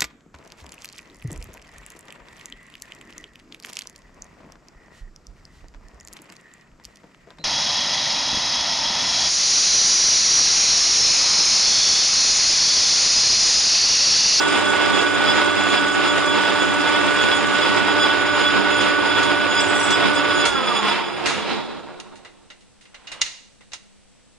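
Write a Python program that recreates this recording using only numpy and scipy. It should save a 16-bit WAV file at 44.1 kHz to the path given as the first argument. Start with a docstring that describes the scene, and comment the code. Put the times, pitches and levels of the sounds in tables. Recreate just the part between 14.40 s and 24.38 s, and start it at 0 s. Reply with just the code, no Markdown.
"""A geared metal lathe runs in a small workshop while a hand tool lightly scrapes a plastic workpiece.
Gear teeth whine and rattle in the headstock, the motor hums, and rubbing steel sings louder once a turn.
The scrape fades as the tool is lifted; the steel tool clinks and slithers as it is put down.
The motor is switched off, its hum dies, and the gears sink in pitch, clash and drag to a stop.
Levers are then knocked over and one slides to its stop, over the low electric hum of the quiet shop."""
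import sys
import numpy as np
from scipy import signal
from scipy.fft import rfft, irfft
from scipy.io import wavfile

SR = 44100
rng = np.random.default_rng(int(sys.argv[2]) if len(sys.argv) > 2 else 0)


def digitize_waveform(pressure):
    """Quantize a signal to 16-bit integers and store it at the path in sys.argv[1].

    Rows of a 2-D input are taken as channels; values are limited to [-1, 1].
    """
    field = np.atleast_2d(pressure).T
    bounded = np.clip(field, -1, 1)
    quanta = np.round(bounded * 32767).astype(np.int16)
    wavfile.write(sys.argv[1], SR, quanta)


N = 440107
TIME = np.arange(N) / SR

# rates at full speed, and the mains
SPINDLE_HZ, SHAFT_HZ, MOTOR_HZ, SECOND_MESH_HZ, MAINS_HZ = 2.58, 7.19, 24.675, 284.95, 50
TIGHT_SPOT_S, SWITCH_OFF_S = 0.15, 6.07

# headstock panel resonances: (frequency [Hz], width [Hz], lift [dB])
PANELS = [(86, 6, 11), (150, 6, 9), (204, 6, 18), (280, 18, 8), (324, 6, 10), (358, 13, 18), (441, 23, 13),
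          (515, 9, 11), (595, 13, 13), (683, 10, 11), (721, 33, 9), (786, 15, 11), (850, 54, 8),
          (894, 17, 11), (934, 16, 16), (992, 6, 10), (1061, 33, 11), (1170, 68, 10), (1285, 22, 12),
          (1351, 36, 11), (1454, 34, 13), (1646, 29, 7), (1883, 11, 5), (2364, 11, 6), (2676, 14, 8),
          (2760, 18, 7), (3054, 10, 9)]
# likeness of the two channels: (frequency [Hz], correlation [-1 to 1])
LIKENESS = [(55, 0.6), (110, -0.25), (190, -0.95), (270, -0.63), (400, -0.74), (530, 0.42), (1100, 0.86),
            (2300, 0.8), (4800, 0.14), (9900, -0.62)]


def from_db(db):
    """Decibels to amplitude gain."""
    return 10 ** (np.asarray(db) / 20)


def rms_one(x):
    """Scale to unit power."""
    return x / np.sqrt(np.mean(x ** 2) + 1e-20)


def in_time(rows):
    """Interpolate each column over the scene's time."""
    s, *columns = np.transpose(rows)
    return [np.interp(TIME, s, c) for c in columns]


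def at_hz(points, hz):
    """Read a spectrum on a log-frequency axis."""
    f, value = np.transpose(points)
    return np.interp(np.log(np.maximum(hz, 1)), np.log(f), value)


def pan(db):
    """Left and right gains of unit mean power, db apart."""
    return rms_one(from_db([[db / 2], [-db / 2]]))


def white():
    """Two unrelated white noises."""
    return rng.standard_normal((2, N))


def drift(rate_hz):
    """Slow random curve of spread 1: noise through two equal poles, computed every 40 samples."""
    r = np.exp(-2 * np.pi * rate_hz * 40 / SR)
    noise = rng.standard_normal(N // 40 + 2002)
    slow = signal.lfilter([1], [1, -2 * r, r * r], noise)[2000:]
    return np.interp(np.arange(N) / 40, np.arange(len(slow)), rms_one(slow))


def bump(s, half_s):
    """Gaussian rise and fall of height 1."""
    return np.exp(-.5 * ((TIME - s) / half_s) ** 2)


def swells(rows):
    """Gain of sounds that grow to a peak and die away, both at a steady rate in dB."""
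    gain = np.zeros(N)
    for s, db, rise_s, t60_s in rows:
        gain += from_db(db - 60 * np.maximum((s - TIME) / rise_s, (TIME - s) / t60_s))
    return gain


def coasting(ease_s):
    """Ramp from 0 to 1 once the motor is off."""
    return np.clip((TIME - SWITCH_OFF_S) / ease_s, 0, 1)


def colour(hz, spectrum, resonances=()):
    """Gain of a broad spectrum with resonances standing on it."""
    power = 1
    for f, width_hz, lift_db in resonances:
        power = power + (from_db(lift_db) ** 2 - 1) / (1 + (2 * (hz - f) / width_hz) ** 2)
    return from_db(at_hz(spectrum, hz)) * np.sqrt(np.abs(power))


def radiate(pair, spectrum, resonances=(), band=(0, SR)):
    """Two unrelated excitations become coloured stereo, with unit power in the band [Hz] of the middle."""
    hz = np.fft.rfftfreq(N, 1 / SR)
    mid, side = rfft(pair) * colour(hz, spectrum, resonances)
    alike = np.clip(at_hz(LIKENESS, hz), -.98, .98)
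    mid, side = np.sqrt(1 + alike) * mid, np.sqrt(1 - alike) * side
    in_band = (hz > band[0]) & (hz < band[1])
    level = np.sqrt(2 * np.sum(np.abs(mid[in_band]) ** 2)) / N
    return irfft([mid + side, mid - side], N) / level


def tones(orders, base_hz, clock_s, waver_db):
    """Multiples of a rotation, each wavering in level and reaching the two sides out of step."""
    out, off = np.zeros((2, N)), coasting(0.024)
    for multiple, db, side_db, *coast_db in orders:
        hz = round(multiple) * base_hz
        apart = np.arccos(np.clip(at_hz(LIKENESS, hz), -1, 1)) / 2
        phase = 2 * np.pi * (hz * clock_s + rng.random())
        level_db = db + off * sum(coast_db) + waver_db * (1 + 1.8 * off) * drift(16.8)
        out += np.sqrt(2) * from_db(level_db) * pan(side_db) * np.sin([phase + apart, phase - apart])
    return out


def whine(speed, travel_s, wobble_s=.000072, jitter_s=.000022, backlash_s=0.00021):
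    """Gear mesh tones; an off-centre gear swings their pitch, and unloaded teeth wander in their backlash."""
    # tones before the speed factor:
    # (multiple of motor or second mesh rate, level [dB], left-right [dB], change when coasting [dB])
    motor_orders = [(24, -33, -6, -11), (36, -42, -6, -3), (40, -46, -7, -3), (48, -34.5, -6, -6),
                    (60, -24, -4, -8), (72, -47, 1, 9), (84, -50, -1, 3), (112, -47, -4, -5)]
    mesh_orders = [(1, -32, 9.5, -8), (2, -44, -2.5, -9), (3, -52, -16, -13), (4, -32.5, -9, -9.5),
                   (5, -43.5, -13, -1)]
    wobble = wobble_s * np.sin(2 * np.pi * SHAFT_HZ * travel_s)
    play = backlash_s * coasting(.5) * drift(23)
    clock_s = travel_s + wobble + jitter_s * drift(4.5) + play
    mesh = tones(motor_orders, MOTOR_HZ, clock_s, waver_db=1.5)
    mesh = mesh + tones(mesh_orders, SECOND_MESH_HZ, clock_s, waver_db=2.0)
    # sinking tones flare up as they pass each panel resonance
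    panels = colour(np.fft.rfftfreq(N, 1 / SR), [(1400, -1.0), (1800, -7)], PANELS)
    sinking = coasting(.1)
    return speed ** 3 * ((1 - sinking) * mesh + sinking * irfft(rfft(mesh) * panels, N))


def gear_level(full_db, power, fall_db_per_s, speed):
    """Level in dB: it sinks with the speed and the lost load, but no faster than the casting rings out."""
    unloaded_db = -1.43
    level_db = full_db + power * 20 * np.log10(speed + 1e-9) + unloaded_db * coasting(0.07)
    return np.maximum.accumulate(level_db + fall_db_per_s * TIME) - fall_db_per_s * TIME


def low_pass(x, hz):
    """Zero-phase low-pass."""
    return signal.sosfiltfilt(signal.butter(2, hz, fs=SR, output="sos"), x)


def workshop(x, share=0.45, t60_s=0.29):
    """Walls and guards send back a dense tail that fills the gaps between tooth blows."""
    t = TIME[:SR // 2]
    tail = rng.standard_normal(len(t)) * from_db(-60 * t / t60_s) * (t > .002)
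    tail = signal.sosfilt(signal.butter(2, 1500, "high", fs=SR, output="sos"), tail)
    return x + share * signal.fftconvolve(x, [tail / np.linalg.norm(tail)], axes=1)[:, :N]


def gear_noise(speed, travel_s, tight, spread_db=2.0, rolling=0.08):
    """Uneven tooth blows over rolling noise excite the headstock: a rumble below and a rattle above."""
    # broad colour of the headstock: (frequency [Hz], density [dB per Hz])
    headstock = [(30, -37.5), (75, -20.5), (115, -17), (160, -6.5), (245, -5), (320, -3), (600, -5.5),
                 (1300, -4.5), (2000, -0.5), (3850, -5), (4250, -12), (5100, -10), (5900, -22),
                 (9800, -24.5)]
    # unloaded gears clash as they slow: (time [s], rumble lift [dB], rattle lift [dB])
    clashes = [(6.49, 3, 8), (6.92, 5, 10), (7.12, 5, 9.5)]
    clash_half_s = 0.069

    blows = np.zeros((2, N))
    for mesh_hz in (SECOND_MESH_HZ, 24 * MOTOR_HZ):
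        at = np.flatnonzero(np.diff(np.floor(mesh_hz * travel_s)))
        force = from_db(spread_db * np.minimum(rng.standard_normal(len(at)), 2))
        blows[:, at] += force * rng.standard_normal((2, len(at)))
    sway_db = 0.23 * np.sin(2 * np.pi * MOTOR_HZ * travel_s) + 1.41 * drift(14.3)
    blows = (blows * 0.41 + rolling * white()) * from_db(sway_db)

    # both swell at the tight spot of each turn
    rumble_db = gear_level(-26.5, power=0.78, fall_db_per_s=36.5, speed=speed) + 0.66 * tight
    rattle_db = gear_level(-26, power=1.56, fall_db_per_s=33, speed=speed) + 0.86 * tight
    for s, rumble_lift_db, rattle_lift_db in clashes:
        clash = bump(s, clash_half_s)
        rumble_db = rumble_db + rumble_lift_db * clash
        rattle_db = rattle_db + rattle_lift_db * clash

    low = radiate(blows, headstock, PANELS, band=(450, 1100))
    high = radiate(blows, headstock, PANELS, band=(1700, 3100))
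    rumble = low_pass(low, 1130) * from_db(rumble_db)
    # slow gears sound deeper
    rumble = rumble + low_pass(rumble, 270) * (from_db(5.0 * (1.5 - speed)) - 1)
    rattle = (high - low_pass(high, 1395)) * from_db(rattle_db)
    # harder blows are brighter
    rattle = rattle + (rattle - low_pass(rattle, 4500)) * (from_db(1.0 * tight) - 1)
    return (rumble + 0.85 * workshop(rattle)) * pan(-3.0)


def hum():
    """Magnetic hum of the motor at mains multiples; it dies when the current is cut."""
    # (multiple of the mains, level [dB], left-right [dB])
    hum_orders = [(2, -43.5, -4.5), (4, -38, -3.5), (6, -32.5, -13), (8, -33.5, -15.5), (10, -56.5, -6)]
    current = np.exp(-np.maximum(TIME - SWITCH_OFF_S, 0) / 0.06)
    return current * tones(hum_orders, MAINS_HZ, TIME, waver_db=3.0)


def singing_steel(speed, tight):
    """Rubbing keeps a few sharp modes ringing, loudest at the tight spot; at times it catches and squeals."""
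    # modes of the rubbing steel: (frequency [Hz], width [Hz], relative level [dB])
    low_song = [(3393, 35, 2), (4980, 69, -8)]
    high_song = [(6823, 26, -1.5), (9090, 87, -7.5)]
    # squeals: (time [s], low modes [dB], high modes [dB])
    squeals = [(.9, -21.5, -49), (2.21, -28.5, -43), (2.96, -49, -33), (3.24, -25.5, -49), (3.63, -22, -35),
               (4.39, -29, -40), (5.19, -21, -50), (5.54, -24.5, -52), (5.78, -25, -36), (6.02, -25, -41),
               (6.19, -29.5, -53), (6.29, -26.5, -43), (6.37, -23, -35.5), (6.51, -27, -39),
               (7.02, -40, -52)]
    swell_db, chance_db, speed_power, squeal_half_s = 1.5, 2.2, 1.7, 0.02
    out, (times, *squeal_dbs) = np.zeros((2, N)), np.transpose(squeals)
    side_phase = np.array([[.4j], [-.4j]])
    for modes, rub_db, dbs in zip((low_song, high_song), (-33.5, -42.5), squeal_dbs):
        level_db = rub_db + swell_db * tight + chance_db * drift(6)
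        rub = (speed + 1e-9) ** speed_power * from_db(level_db)
        squeal = sum(from_db(db) * bump(s, squeal_half_s) for s, db in zip(times, dbs))
        gain = np.hypot(rub, squeal)
        for hz, width_hz, mode_db in modes:
            wander = drift(width_hz / 2) + 1j * drift(width_hz / 2)
            wander = wander / np.abs(wander) ** 0.17     # friction evens out the swing
            ring = np.real(wander * np.exp(2j * np.pi * hz * TIME + side_phase))
            out += gain * from_db(mode_db) * rms_one(ring)
    return out * pan(-3.5)


def scrape():
    """The edge catches the plastic in quick uneven bites: deeper at first, then light until it is lifted."""
    # hiss of the shaving: (frequency [Hz], density [dB per Hz])
    shaving = [(1500, -14), (4500, -5.5), (7500, 4), (10000, -6)]
    light_db, bite_db, bite_s, lift_s, lift_t60_s = -45.5, 7.5, .55, 3.4, 0.87
    db = light_db + bite_db * np.exp(-TIME / bite_s)
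    db = db - 60 * np.maximum(TIME - lift_s, 0) / lift_t60_s
    return from_db(db + 3.2 * drift(59)) * radiate(white(), shaving)


def add(out, s, sound):
    """Mix a sound in at a time."""
    at = int(s * SR)
    out[:, at:at + sound.shape[1]] += sound[:, :N - at]


def knocks(room_db=-18, room_t60_s=0.54, width=0.68):
    """Switch, levers and backlash: each contact is a short burst into metal modes, followed by the room."""
    # (time [s], level [dB], brightness [dB per octave], t60 of the contact [s], thud [dB], sharp edge [dB])
    contacts = [(4.41, -30, 2, .2, -1, 1), (4.83, -26, 1, .12, 0, 5), (5.505, -24, 2, .08, -2, 0),
                (6.053, -21, 1.5, 0.23, -2, 8), (6.858, -21, -2, 0.46, -1, 6.5),
                (7.6, -32.5, 1, 0.053, 0, 6), (7.756, -48, -.5, 0.21, 0, 10), (7.849, -40, -6, 0.19, 2, 8),
                (8.102, -40, -5, .15, -2, 5), (8.207, -54.5, .3, 0.14, -3, 7), (8.41, -52, .5, .25, 0, 10),
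                (8.454, -49, -7, .12, -8, 0), (8.544, -37.5, -6, 0.11, -5, 4),
                (8.671, -36, -1.5, 0.14, -3, -5), (8.717, -31.5, -2.5, .16, 0, 8),
                (8.811, -29, -1, .05, 0, 0), (8.815, -10.5, 3, .052, 2.5, -3.5), (8.862, -33, 1, .08, 2, 3),
                (9.208, -48.5, -6, 0.14, -1, 12), (9.319, -40.5, -2, .12, 4, 2),
                (9.333, -30, 2.2, 0.12, 10, 2)]
    # what they ring with: (frequency [Hz], density [dB per Hz]); (frequency [Hz], width [Hz], lift [dB])
    lever = [(40, -18), (140, -23), (420, -15), (1100, -11), (2000, -4.5), (4200, -4.5), (6700, -5.5),
             (7800, -15), (10000, -20), (13000, -61)]
    lever_modes = [(1380, 76, 3.1), (2020, 210, 8), (2580, 80, 4.5), (2822, 28, 15.3), (3740, 240, 6.9),
                   (4180, 420, 4.5), (5000, 90, 2.3), (6100, 38, 3.9), (6570, 36, 8.2), (7100, 38, 5.8)]
    thud_below_hz, edge_above_hz = 1400, 7700
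    out, t = np.zeros((2, N)), TIME[:SR]
    hz = np.fft.rfftfreq(SR, 1 / SR)
    thud = 1 / (1 + (hz / thud_below_hz) ** 6)
    edge = 1 - 1 / (1 + (hz / edge_above_hz) ** 24)
    octaves = np.log2(np.maximum(hz, 600) / 3000)
    metal = colour(hz, lever, lever_modes)
    for s, db, tilt_db, t60_s, thud_db, edge_db in contacts:
        mid, side = rng.standard_normal((2, SR))
        decay = np.hypot(from_db(-60 * t / t60_s), from_db(room_db - 60 * t / room_t60_s))
        burst = np.array([mid + width * side, mid - width * side]) * decay
        gain = rms_one(metal * from_db(tilt_db * octaves + thud_db * thud + edge_db * edge))
        # minimum phase: the metal rings only after it is struck
        cepstrum = irfft(np.log(gain))
        cepstrum[1:SR // 2] *= 2
        cepstrum[SR // 2 + 1:] = 0
        add(out, s, from_db(db) * irfft(rfft(burst) * np.exp(rfft(cepstrum))))
    return out * pan(-2.2)


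def clinks(scatter_hz=70):
    """The tool is put down: every touch chatters three times and rings its modes with new strengths."""
    # touches: (time [s], level [dB])
    touches = [(5.199, -27.5), (5.275, -35), (5.35, -36), (5.395, -31), (5.429, -30), (5.46, -36),
               (5.507, -28), (5.545, -44), (5.73, -39)]
    # modes of the steel tool: (frequency [Hz], relative level [dB], t60 [s])
    tool_modes = [(5770, 4.5, 0.076), (7010, 4, 0.041), (7710, 3.5, 0.19), (8060, -12, .1),
                  (8600, -1, 0.12), (9470, -3, 0.12)]
    out, t = np.zeros((2, N)), TIME[:SR // 2]
    for s, db in touches:
        for delay_s in rng.exponential(.008, size=3):
            ring = np.zeros((2, len(t)))
            for hz, mode_db, t60_s in tool_modes:
                strength = rng.uniform(-0.8, 0.84, (2, 1))
                tone = np.sin(2 * np.pi * (hz + rng.normal(0, scatter_hz)) * t)
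                ring += from_db(db + mode_db - 60 * t / t60_s) * strength * tone
            add(out, s + delay_s, ring)
    return out


def slither():
    """The steel tool slides briefly over steel between touches: a short swell of fluttering hiss."""
    # (time [s], half length [s], level [dB])
    s, half_s, db = (5.41, .06, -36)
    # (frequency [Hz], density [dB per Hz])
    slither_colour = [(4000, -33), (5800, -9), (7000, -3), (7700, 3), (8200, -3), (10000, -5)]
    return bump(s, half_s) * from_db(db + 2.5 * drift(45)) * radiate(white(), slither_colour)


def drag():
    """Dry, grainy friction of the slowing spindle, in surges that die away as it rubs to rest."""
    # (time [s], level [dB], time to rise 60 dB [s], t60 [s])
    drags = [(6.49, -38, 1, .35), (7.12, -28.5, 0.6, 0.5), (7.3, -46, .8, 2.1)]
    # (frequency [Hz], density [dB per Hz])
    drag_colour = [(130, -11), (250, 16), (600, 6), (1400, -3), (2500, 0), (3300, -3), (3950, 6),
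                   (4500, -5.5), (6000, -13.5), (10000, -28)]
    grain = from_db(1.7 * drift(70))
    return swells(drags) * grain * radiate(white(), drag_colour) * pan(-2.5)


def slide(spring_s=8.672, spring_hz=2853, spring_db=-42, spring_t60_s=0.87):
    """A lever slides to its stop, steel dragging on steel in small slips; a flicked spring rings on."""
    # (time [s], level [dB], time to rise 60 dB [s], t60 [s])
    slides = [(8.77, -43.5, 0.83, 0.67)]
    # (frequency [Hz], density [dB per Hz])
    slide_colour = [(80, -7), (300, 1), (700, -2), (1100, 1), (1500, -4), (3300, -6), (5000, -18),
                    (10000, -25)]
    grind = swells(slides) * from_db(1.1 * drift(70)) * radiate(white(), slide_colour)
    since_s = np.maximum(TIME - spring_s, 0)
    spring = from_db(spring_db - 60 * since_s / spring_t60_s) * np.sin(2 * np.pi * spring_hz * since_s)
    return (grind + spring) * pan(-3)


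def jolts():
    """The cabinet shudders dully when the drive lets go and when a lever hits its stop."""
    # (time [s], level [dB], t60 [s])
    shudders = [(6.08, -44, 0.67), (8.814, -49, .2)]
    # (frequency [Hz], density [dB per Hz])
    jolt_colour = [(20, -9), (45, 1.5), (90, 2), (140, -25), (400, -49), (2000, -90)]
    gain = np.zeros(N)
    for s, db, t60_s in shudders:
        gain += (TIME > s) * from_db(db - 60 * np.maximum(TIME - s, 0) / t60_s)
    return gain * radiate(white(), jolt_colour)


def quiet_shop():
    """Steady coloured noise with two resonances, and a low electric hum at mains multiples."""
    # (frequency [Hz], density [dB per Hz])
    shop = [(25, -2), (70, -6), (120, -4), (300, -4), (600, -12), (1200, -18), (3000, -17), (7000, -20),
            (10000, -21), (13000, -61)]
    # (multiple of the mains, level [dB], left-right [dB])
    shop_orders = [(4, -69, -1.5), (10, -74, -2)]
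    air = from_db(-59) * radiate(white(), shop, [(199, 11, 13), (7950, 200, 9.1)])
    return air + tones(shop_orders, MAINS_HZ, TIME, waver_db=.5)


def scene():
    """The drive's speed sets every gear tone, tooth blow and the steel's song; the rest is timed."""
    # drive speed: (time [s], share of full speed)
    speed_curve = [(0, 1), (6.05, 1), (6.18, .905), (6.3, .825), (6.47, .716), (6.6, .642), (6.8, .525),
                   (7.15, .33), (7.8, 0)]
    speed, = in_time(speed_curve)
    travel_s = np.cumsum(speed) / SR     # seconds' worth of full-speed turning
    tight = speed * np.cos(2 * np.pi * SPINDLE_HZ * (travel_s - TIGHT_SPOT_S))
    gears = whine(speed, travel_s) + gear_noise(speed, travel_s, tight)
    lathe = gears + hum() + singing_steel(speed, tight) + drag() + jolts()
    handling = scrape() + knocks() + clinks() + slither() + slide()
    return lathe + handling + quiet_shop()


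def record(dry):
    """The highest peaks are rounded and the top is cut steeply."""
    rounded = dry / (1 + (dry / .85) ** 6) ** (1 / 6)
    return signal.sosfilt(signal.ellip(12, .1, 90, 10050, fs=SR, output="sos"), rounded)


dry = scene()
out = record(dry)
digitize_waveform(out)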